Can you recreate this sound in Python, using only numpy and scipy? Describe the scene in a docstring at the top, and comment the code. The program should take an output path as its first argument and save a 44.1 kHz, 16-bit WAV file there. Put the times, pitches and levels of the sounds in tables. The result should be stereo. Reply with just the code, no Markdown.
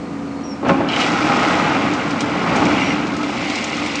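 """In a railway cutting, some way off, a diesel excavator rumbles while its hydraulic pump whines.
Its steel bucket bangs into a wagon of ballast (track stones) and scrapes through it: the wagon booms,
the stones crunch, and loose ones clatter and tick against the steel as the bucket curls.
Small birds call faintly over a very light breeze."""
import sys
import numpy as np
from scipy import signal
from scipy.fft import rfft, irfft
from scipy.io import wavfile
from scipy.ndimage import uniform_filter1d

SR = 44100
rng = np.random.default_rng(int(sys.argv[2]) if len(sys.argv) > 2 else 0)


def materialize(psi):
    """Save the field psi as 16-bit PCM at rate SR to the path in sys.argv[1].

    A 1-D psi becomes a single channel; in a 2-D psi each row is a channel.
    """
    bounded = np.clip(np.atleast_2d(psi).T, -1, 1)
    quanta = np.round(bounded * 32767).astype(np.int16)
    wavfile.write(sys.argv[1], SR, quanta)


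N = 176400
T = np.arange(N) / SR
HIT_T = T[:SR // 4]  # the clock for a single hit: a quarter of a second


# the bucket hits the load: (time [s], level [dB], brightness [Hz])
BUCKET_BLOWS = [(.628, -11.5, 400), (.647, -13, 900), (0.663, -12, 647), (.679, -16, 1000),
                (.692, -6, 1660), (.705, -8, 660), (0.804, -11, 590), (.839, -15.5, 500),
                (2.658, -15.5, 500), (2.731, -18, 400), (3.727, -23.5, 448)]
# notes of the bucket and wagon: (pitch [Hz], level [dB], time to fade by 60 dB [s])
STEEL_NOTES = [(165.6, -8.5, 0.17), (192.6, -7, 0.15), (255, -9.5, 0.13), (375, -11.5, 0.23),
               (557, -10, .19), (818, -17.5, 0.47), (1077, -13, 0.18), (1500, -32, .25)]
def bucket():
    """Each blow crushes a few stones and sets the steel ringing."""
    out = np.zeros(N)
    attack_s, crush_decay_s = .0011, .0086
    for s, db, bright_hz in BUCKET_BLOWS:
        noise = band(rng.standard_normal(len(HIT_T)), [168, 2870], "band")
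        blow = rms_one(band(noise, bright_hz, "low")) * np.exp(-HIT_T / crush_decay_s)
        for hz, note_db, fade_s in STEEL_NOTES:
            # a dull blow barely rings the high notes
            strength = from_db(note_db + rng.normal(0, 1)) / np.hypot(1, hz / bright_hz)
            blow = blow + strength * ring(hz, fade_s)
        add(out, s, from_db(db) * blow * (1 - np.exp(-HIT_T / attack_s)))
    return band(out, 170, "high")


# how loud each part of the shifting load is: (time [s], level [dB])
BOOM_LEVEL = [(0, -91.5), (.62, -70), (.68, -17.5), (.9, -25.5), (1.1, -23.5), (1.3, -21.5), (1.55, -23.5),
              (1.8, -21.5), (2.1, -26), (2.4, -23.5), (2.68, -18.5), (3.0, -24.5), (3.4, -28),
              (3.65, -36.5), (3.82, -28.5), (4, -38)]
CRUNCH_LEVEL = [(0, -90), (.6, -92), (.66, -24.5), (.87, -26.5), (1.0, -22.5), (1.12, -24.5), (1.32, -20),
                (1.72, -20.5), (1.9, -24), (2.15, -26.5), (2.35, -25), (2.6, -18.5), (2.85, -24),
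                (3.15, -28.5), (3.45, -28.5), (3.68, -32), (3.82, -28.5), (4, -34.5)]
CLATTER_LEVEL = [(0, -99), (.61, -75), (.66, -32.5), (.87, -36), (.93, -25), (1.02, -23.5), (1.12, -28),
                 (1.4, -25), (1.75, -26.5), (2.15, -32.5), (2.4, -29.5), (2.62, -26), (2.88, -25.5),
                 (2.97, -30), (3.18, -36), (3.48, -27), (3.7, -30), (4, -27.5)]
CHIP_LEVEL = [(0, -93), (.62, -61), (.68, -41.5), (.87, -48.5), (.92, -36.5), (1.02, -29.5), (1.13, -33.5),
              (1.5, -31.5), (1.85, -37.5), (2.3, -39.5), (2.65, -34), (2.9, -35), (3.05, -41.5),
              (3.32, -37), (3.55, -33), (3.72, -34.5), (4, -34.5)]
# each part's mix of low and high sound: (frequency [Hz], relative level [dB])
BOOM_SPECTRUM = [(45, -35), (75, -15), (110, -11), (170, -3), (230, -5), (285, 1.5), (340, -6), (410, -13),
                 (520, -30.5)]
CRUNCH_SPECTRUM = [(370, -8.5), (450, -1.5), (620, -3), (810, -2), (930, -4), (1160, -3.5), (1290, -3.5),
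                   (1520, -6.5), (1900, -14.5)]
CLATTER_SPECTRUM = [(1500, -22.5), (1850, -8.5), (2150, 1.5), (2450, -4), (2800, -5), (3200, -11),
                    (3900, -18.5)]
CHIP_SPECTRUM = [(3200, 0.5), (4000, 1.5), (5200, -1), (6500, -6.5), (7600, -9.5), (8800, -15.5),
                 (10000, -29.5)]
def ballast():
    """The load shifts: the wagon booms, stones crunch and clatter, and fine chips tick on top."""
    return (gravel(BOOM_LEVEL, BOOM_SPECTRUM, hits_per_s=770, spread_db=.5, bands=14)
            + gravel(CRUNCH_LEVEL, CRUNCH_SPECTRUM, hits_per_s=1900, spread_db=3, bands=22)
            + gravel(CLATTER_LEVEL, CLATTER_SPECTRUM, hits_per_s=1500, spread_db=0, bands=10)
            + gravel(CHIP_LEVEL, CHIP_SPECTRUM, hits_per_s=3200, spread_db=0, bands=12))


def gravel(level, spectrum, hits_per_s, spread_db, bands):
    """Stones collide at random; each hit rings its own mix of narrow frequency bands."""
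    hits = np.flatnonzero(rng.random(N) < hits_per_s / SR)
    sizes = from_db(spread_db * np.minimum(rng.exponential(1, N), 4))[hits]
    edges = np.geomspace(spectrum[0][0], spectrum[-1][0], bands + 1)
    out = np.zeros(N)
    for low, high in zip(edges, edges[1:]):
        clicks = np.zeros(N)
        clicks[hits] = sizes * rng.standard_normal(N)[hits]
        out += from_db(at_hz(spectrum, np.sqrt(low * high))) * band(clicks, [low, high], "band")
    # even out the loudness over this stretch, so the stones sound steady and follow their level curve
    window = int(.086 * SR)
    power = uniform_filter1d(uniform_filter1d(out ** 2, window), window)
    return from_db(in_time(level)) * out / np.sqrt(np.abs(power) + 1e-12)


# steel dragging through the stones: (time [s], level [dB])
SCRAPE_LEVEL = [(.86, -73.5), (.96, -26.5), (1.25, -23.5), (1.6, -23.5), (1.85, -28.5), (2.2, -33),
                (2.6, -27.5), (2.95, -38), (4, -34)]
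# notes of the dragged bucket: (pitch [Hz], width [Hz], relative level [dB])
SCRAPE_NOTES = [(810, 18, -3), (1034, 53, -5.5), (1272, 42, -1), (1427, 35, -6.5), (1947, 20, -8)]
def scrape():
    """Stones slip along the steel and ring its notes, which wander as the load shifts."""
    slips_per_s, wander = 500, .015
    slips = rng.random(N) < slips_per_s / SR
    out = np.zeros(N)
    for hz, width_hz, db in SCRAPE_NOTES:
        kicks = slips * (rng.standard_normal(N) + 1j * rng.standard_normal(N))  # random size and phase
        fading = signal.lfilter([1], [1, -np.exp(-np.pi * width_hz / SR)], kicks + 1e-18)
        pitch = hz * (1 + wander * drift(2.5))
        note = np.real(fading * np.exp(2j * np.pi * np.cumsum(pitch) / SR))
        out += from_db(db) * rms_one(note)
    return from_db(in_time(SCRAPE_LEVEL)) * rms_one(out)


# the bucket's lip catches, and stones knock inside its shell: (time [s], level [dB])
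LIP_CHINKS = [(.888, -21), (.899, -22), (.934, -17.5), (.962, -22), (.995, -24.5), (1.008, -19.5),
              (1.016, -15.5)]
SHELL_KNOCKS = [(2.777, -18), (2.806, -18.5), (2.816, -14), (2.905, -14), (3.236, -21), (3.557, -25),
                (3.578, -18), (3.622, -22), (3.728, -16)]
# notes of the lip and shell: (pitch [Hz], level [dB], time to fade by 60 dB [s])
LIP_NOTES = [(2640, -14.5, .07), (2930, -0.5, 0.084), (3150, -5.5, 0.063), (3268, -13.5, .15),
             (3950, -7.5, 0.058)]
SHELL_NOTES = [(2050, -8, 0.083), (2180, -5, 0.056), (2325, -7, 0.047), (2814, -7.5, 0.099)]
def struck_steel(hits, notes):
    """Steel rings briefly and brightly, a little differently at each spot that is hit."""
    out = np.zeros(N)
    for s, db in hits:
        for hz, note_db, fade_s in notes:
            pitch = hz * (1 + rng.normal(0, .008))
            add(out, s, from_db(db + note_db) * ring(pitch, fade_s))
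    return out


# single stones collide: (time [s], level [dB], pitch [Hz], width [octaves], decay time [s])
STONE_CRACKS = [(.684, -31.5, 5200, 1.3, .018), (.887, -29.5, 4500, 0.23, .01),
                (.961, -24.5, 3300, 1.2, 0.006), (1.001, -21, 5200, 0.44, 0.0065),
                (1.01, -25, 5160, 1, 0.01), (1.118, -29, 5450, 0.73, .009), (1.935, -28, 5750, 0.64, 0.012),
                (2.107, -27, 5300, 0.55, .008), (2.207, -21, 2960, 0.61, 0.0087),
                (2.207, -21, 7000, 0.61, 0.0092), (2.558, -25.5, 6000, 0.97, 0.02),
                (2.654, -23.5, 5400, 0.51, 0.0063), (3.069, -28, 4500, 1.4, .009),
                (3.166, -26.5, 5070, 1.2, .006), (3.232, -28, 3400, 1.4, .008),
                (3.498, -23, 3912, 0.81, 0.013), (3.556, -22, 4900, 0.71, .009),
                (3.585, -25, 4500, 1.3, 0.0031), (3.642, -18, 6530, 0.21, .004),
                (3.768, -27, 5600, 0.7, .004), (3.861, -24.5, 6200, 1.6, .009),
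                (3.956, -14.5, 5016, 3.1, 0.0033)]
def loose_stones():
    """Each stone cracks around its own pitch: a snap at first touch, then a short rattle."""
    out = np.zeros(N)
    snap_gain, snap_s = .16, .0016
    for s, db, hz, octaves, decay_s in STONE_CRACKS:
        contacts = burst(decay_s) + snap_gain * burst(snap_s)
        edge_ratio = 2 ** (octaves / 2)
        crack = band(contacts, [hz / edge_ratio, hz * edge_ratio], "band", order=1)
        add(out, s, from_db(db) * np.sqrt(SR * decay_s / 2) * crack / np.linalg.norm(crack))
    return band(out, 6700, "low")


# how fast the engine's shaft spins: (time [s], speed [turns per s])
SHAFT_SPEED = [(0, 26.8), (.55, 26.9), (1.4, 30.4), (2.3, 27.4), (3.1, 28.7), (3.8, 28.3), (4, 27.4)]
# engine tones: (pitch [multiple of shaft speed], level [dB])
ENGINE_TONES = [(3, -49.5), (12, -50), (15, -53), (19, -43), (27, -48.5)]
# pump and gear whines: (pitch at starting speed [Hz], level [dB])
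PUMP_WHINES = [(220, -38), (280, -29.5), (1217, -47)]
# the engine's rumble: (frequency [Hz], relative level [dB])
RUMBLE_SPECTRUM = [(45, -48.5), (85, -30.5), (135, -17), (195, -9.5), (250, -11), (310, -12), (390, -19.5),
                   (720, -23.5), (1250, -26.5), (1700, -34), (2200, -33), (3300, -42.5), (5500, -45.5),
                   (10000, -53)]
def engine():
    """A four-cylinder diesel: wavering tones follow the shaft, and the rumble throbs with each firing."""
    speed_wobble, flutter_db, waver_radians = .00383, .5, .15
    rumble_db, throb_depth = -28.5, .056
    speed = in_time(SHAFT_SPEED) * (1 + speed_wobble * drift(4.05))
    angle = 2 * np.pi * np.cumsum(speed) / SR
    whines = [(hz / SHAFT_SPEED[0][1], db) for hz, db in PUMP_WHINES]
    tones = np.zeros(N)
    for multiple, db in ENGINE_TONES + whines:
        gain = from_db(db + flutter_db * drift(8.6))
        tones += gain * np.sin(multiple * angle + 2 * np.pi * rng.random() + waver_radians * drift(23))
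    throb = 1 + throb_depth * np.cos(2 * angle)  # two firings per turn
    rumble = colour(rng.standard_normal(N) * throb, RUMBLE_SPECTRUM)
    return np.sqrt(2) * tones + from_db(rumble_db) * rms_one(band(rumble, 62, "high"))


# runs of quick notes: (time [s], length [s], level [dB])
BIRD_PIPING = [(0, .16, -54), (.26, .19, -53), (0.635, .04, -48)]
# thin whistles: (time [s], length [s], pitch [Hz], final drop [Hz], level [dB])
BIRD_WHISTLES = [(0.432, .112, 5660, 360, -40.5), (2.822, .12, 5690, 130, -41)]
def birds():
    """Small birds on the slopes pipe on one pitch, or whistle a note that holds and then falls."""
    out = np.zeros(N)
    pipe_hz, notes_per_s = 4310, 21
    for s, length, db in BIRD_PIPING:
        t = T[:int(length * SR)]
        pulses = np.abs(np.sin(np.pi * notes_per_s * t))
        add(out, s, whistle(np.full(len(t), pipe_hz), db) * pulses)
    for s, length, hz, drop_hz, db in BIRD_WHISTLES:
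        progress = np.linspace(0, 1, int(length * SR))
        add(out, s, whistle(hz - drop_hz * progress ** 3, db))
    return out + echo(out, db=-13, fade_s=.35)


def whistle(pitch, db):
    """One nearly pure bird note that trembles a little in pitch and loudness."""
    n = len(pitch)
    roughness, flutter_db = .004, 2.5
    phase = 2 * np.pi * np.cumsum(pitch * (1 + roughness * drift(200)[:n])) / SR
    gain = from_db(db + flutter_db * drift(90)[:n]) * signal.windows.tukey(n, .2)
    return np.sqrt(2) * gain * np.sin(phase)


def echo(x, db, fade_s):
    """Sound bounces off the wagon and the slopes as a dense, dull tail."""
    tail = band(burst(fade_s / np.log(1000)), 7700, "low", order=1)
    return from_db(db) * signal.fftconvolve(x, tail / np.linalg.norm(tail))[:N]


def breeze():
    """Air buffets the left and right microphone openings separately, faint and low."""
    left_db, right_db = -72, -51.5
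    return np.array([from_db(db) * rms_one(band(rng.standard_normal(N), [45.2, 75], "band"))
                     for db in (left_db, right_db)])


# how wide the sound spreads: (frequency [Hz], side level compared with the middle [dB])
STEREO_WIDTH = [(50, -2.5), (130, -4.5), (300, -33), (1000, -17.5), (2200, -17), (4500, -10), (8000, -15.5)]
# which side is louder: (frequency [Hz], left minus right [dB])
LEFT_BALANCE = [(60, -18.5), (170, -0.5), (460, -2), (1290, -1.0), (3600, -0.5), (10000, -1)]
# how far the left wave runs ahead: (frequency [Hz], phase lead [radians])
LEFT_LEAD = [(50, .1), (260, 0.49), (1640, 0.29), (4480, 0.53), (6500, 0.23), (9000, 2.2)]
def stereo(mid):
    """Two close microphone openings hear slightly different waves; scattered sound adds width."""
    scattered = np.real(signal.hilbert(mid) * np.exp(1j * np.pi * drift(17.6)))  # wandering phase
    side = colour(scattered, STEREO_WIDTH)
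    hz = np.arange(N // 2 + 1) * SR / N
    half_shift = from_db(at_hz(LEFT_BALANCE, hz) / 2) * np.exp(.5j * at_hz(LEFT_LEAD, hz))
    direct = irfft(rfft(mid) * np.array([half_shift, 1 / half_shift]), N)
    return direct + np.array([side, -side])


def ring(hz, fade_s):
    """One note of struck steel, dying away by 60 dB in fade_s."""
    return np.sin(2 * np.pi * (hz * HIT_T + rng.random())) * np.exp(-np.log(1000) * HIT_T / fade_s)


def burst(decay_s):
    """Noise that dies away, like a run of tiny contacts."""
    return rng.standard_normal(len(HIT_T)) * np.exp(-HIT_T / decay_s)


def drift(rate_hz):
    """A smooth random wander, about 1 in size."""
    step, warm_up = 40, 2000
    pole = np.exp(-2 * np.pi * rate_hz * step / SR)
    noise = rng.standard_normal(N // step + warm_up + 2)
    slow = signal.lfilter([1], [1, -2 * pole, pole * pole], noise)[warm_up:]
    return np.interp(np.arange(N) / step, np.arange(len(slow)), rms_one(slow))


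def from_db(db):
    """Turn decibels into a multiplier."""
    return 10 ** (np.asarray(db) / 20)


def rms_one(x):
    """Scale a sound to an average power of 1."""
    return x / np.sqrt(np.mean(x ** 2) + 1e-20)


def in_time(rows):
    """Join (time [s], value) points with straight lines."""
    return np.interp(T, *np.transpose(rows))


def at_hz(points, hz):
    """Read between (frequency [Hz], value) points, with octaves evenly spaced."""
    frequencies, values = np.transpose(points)
    return np.interp(np.log(hz + 1e-3), np.log(frequencies), values)


def band(x, hz, kind, order=2):
    """Keep the lows, the highs or a band in between."""
    return signal.sosfilt(signal.butter(order, hz, kind, fs=SR, output="sos"), x + 1e-18)


def colour(x, spectrum):
    """Turn each frequency up or down as the table says."""
    hz = np.arange(N // 2 + 1) * SR / N
    return irfft(rfft(x) * from_db(at_hz(spectrum, hz)), N)


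def add(out, s, x):
    """Mix x in from time s."""
    start = int(s * SR)
    out[start:start + len(x)] += x[:max(N - start, 0)]


def scene():
    """The digging and its echo, the engine and the birds sound from ahead, over the breeze."""
    digging = ballast() + scrape() + bucket()
    digging += struck_steel(LIP_CHINKS, LIP_NOTES) + struck_steel(SHELL_KNOCKS, SHELL_NOTES)
    digging += loose_stones()
    mid = engine() + birds() + digging + echo(digging, db=-15, fade_s=.27)
    return stereo(mid) + breeze()


def record(dry):
    """Round off the loudest peaks and cut the highest treble."""
    stop_hz = 11400
    rounded = dry / (1 + dry ** 6) ** (1 / 6)
    return signal.sosfilt(signal.cheby2(14, 90, stop_hz, fs=SR, output="sos"), rounded)


dry = scene()
out = record(dry)
materialize(out)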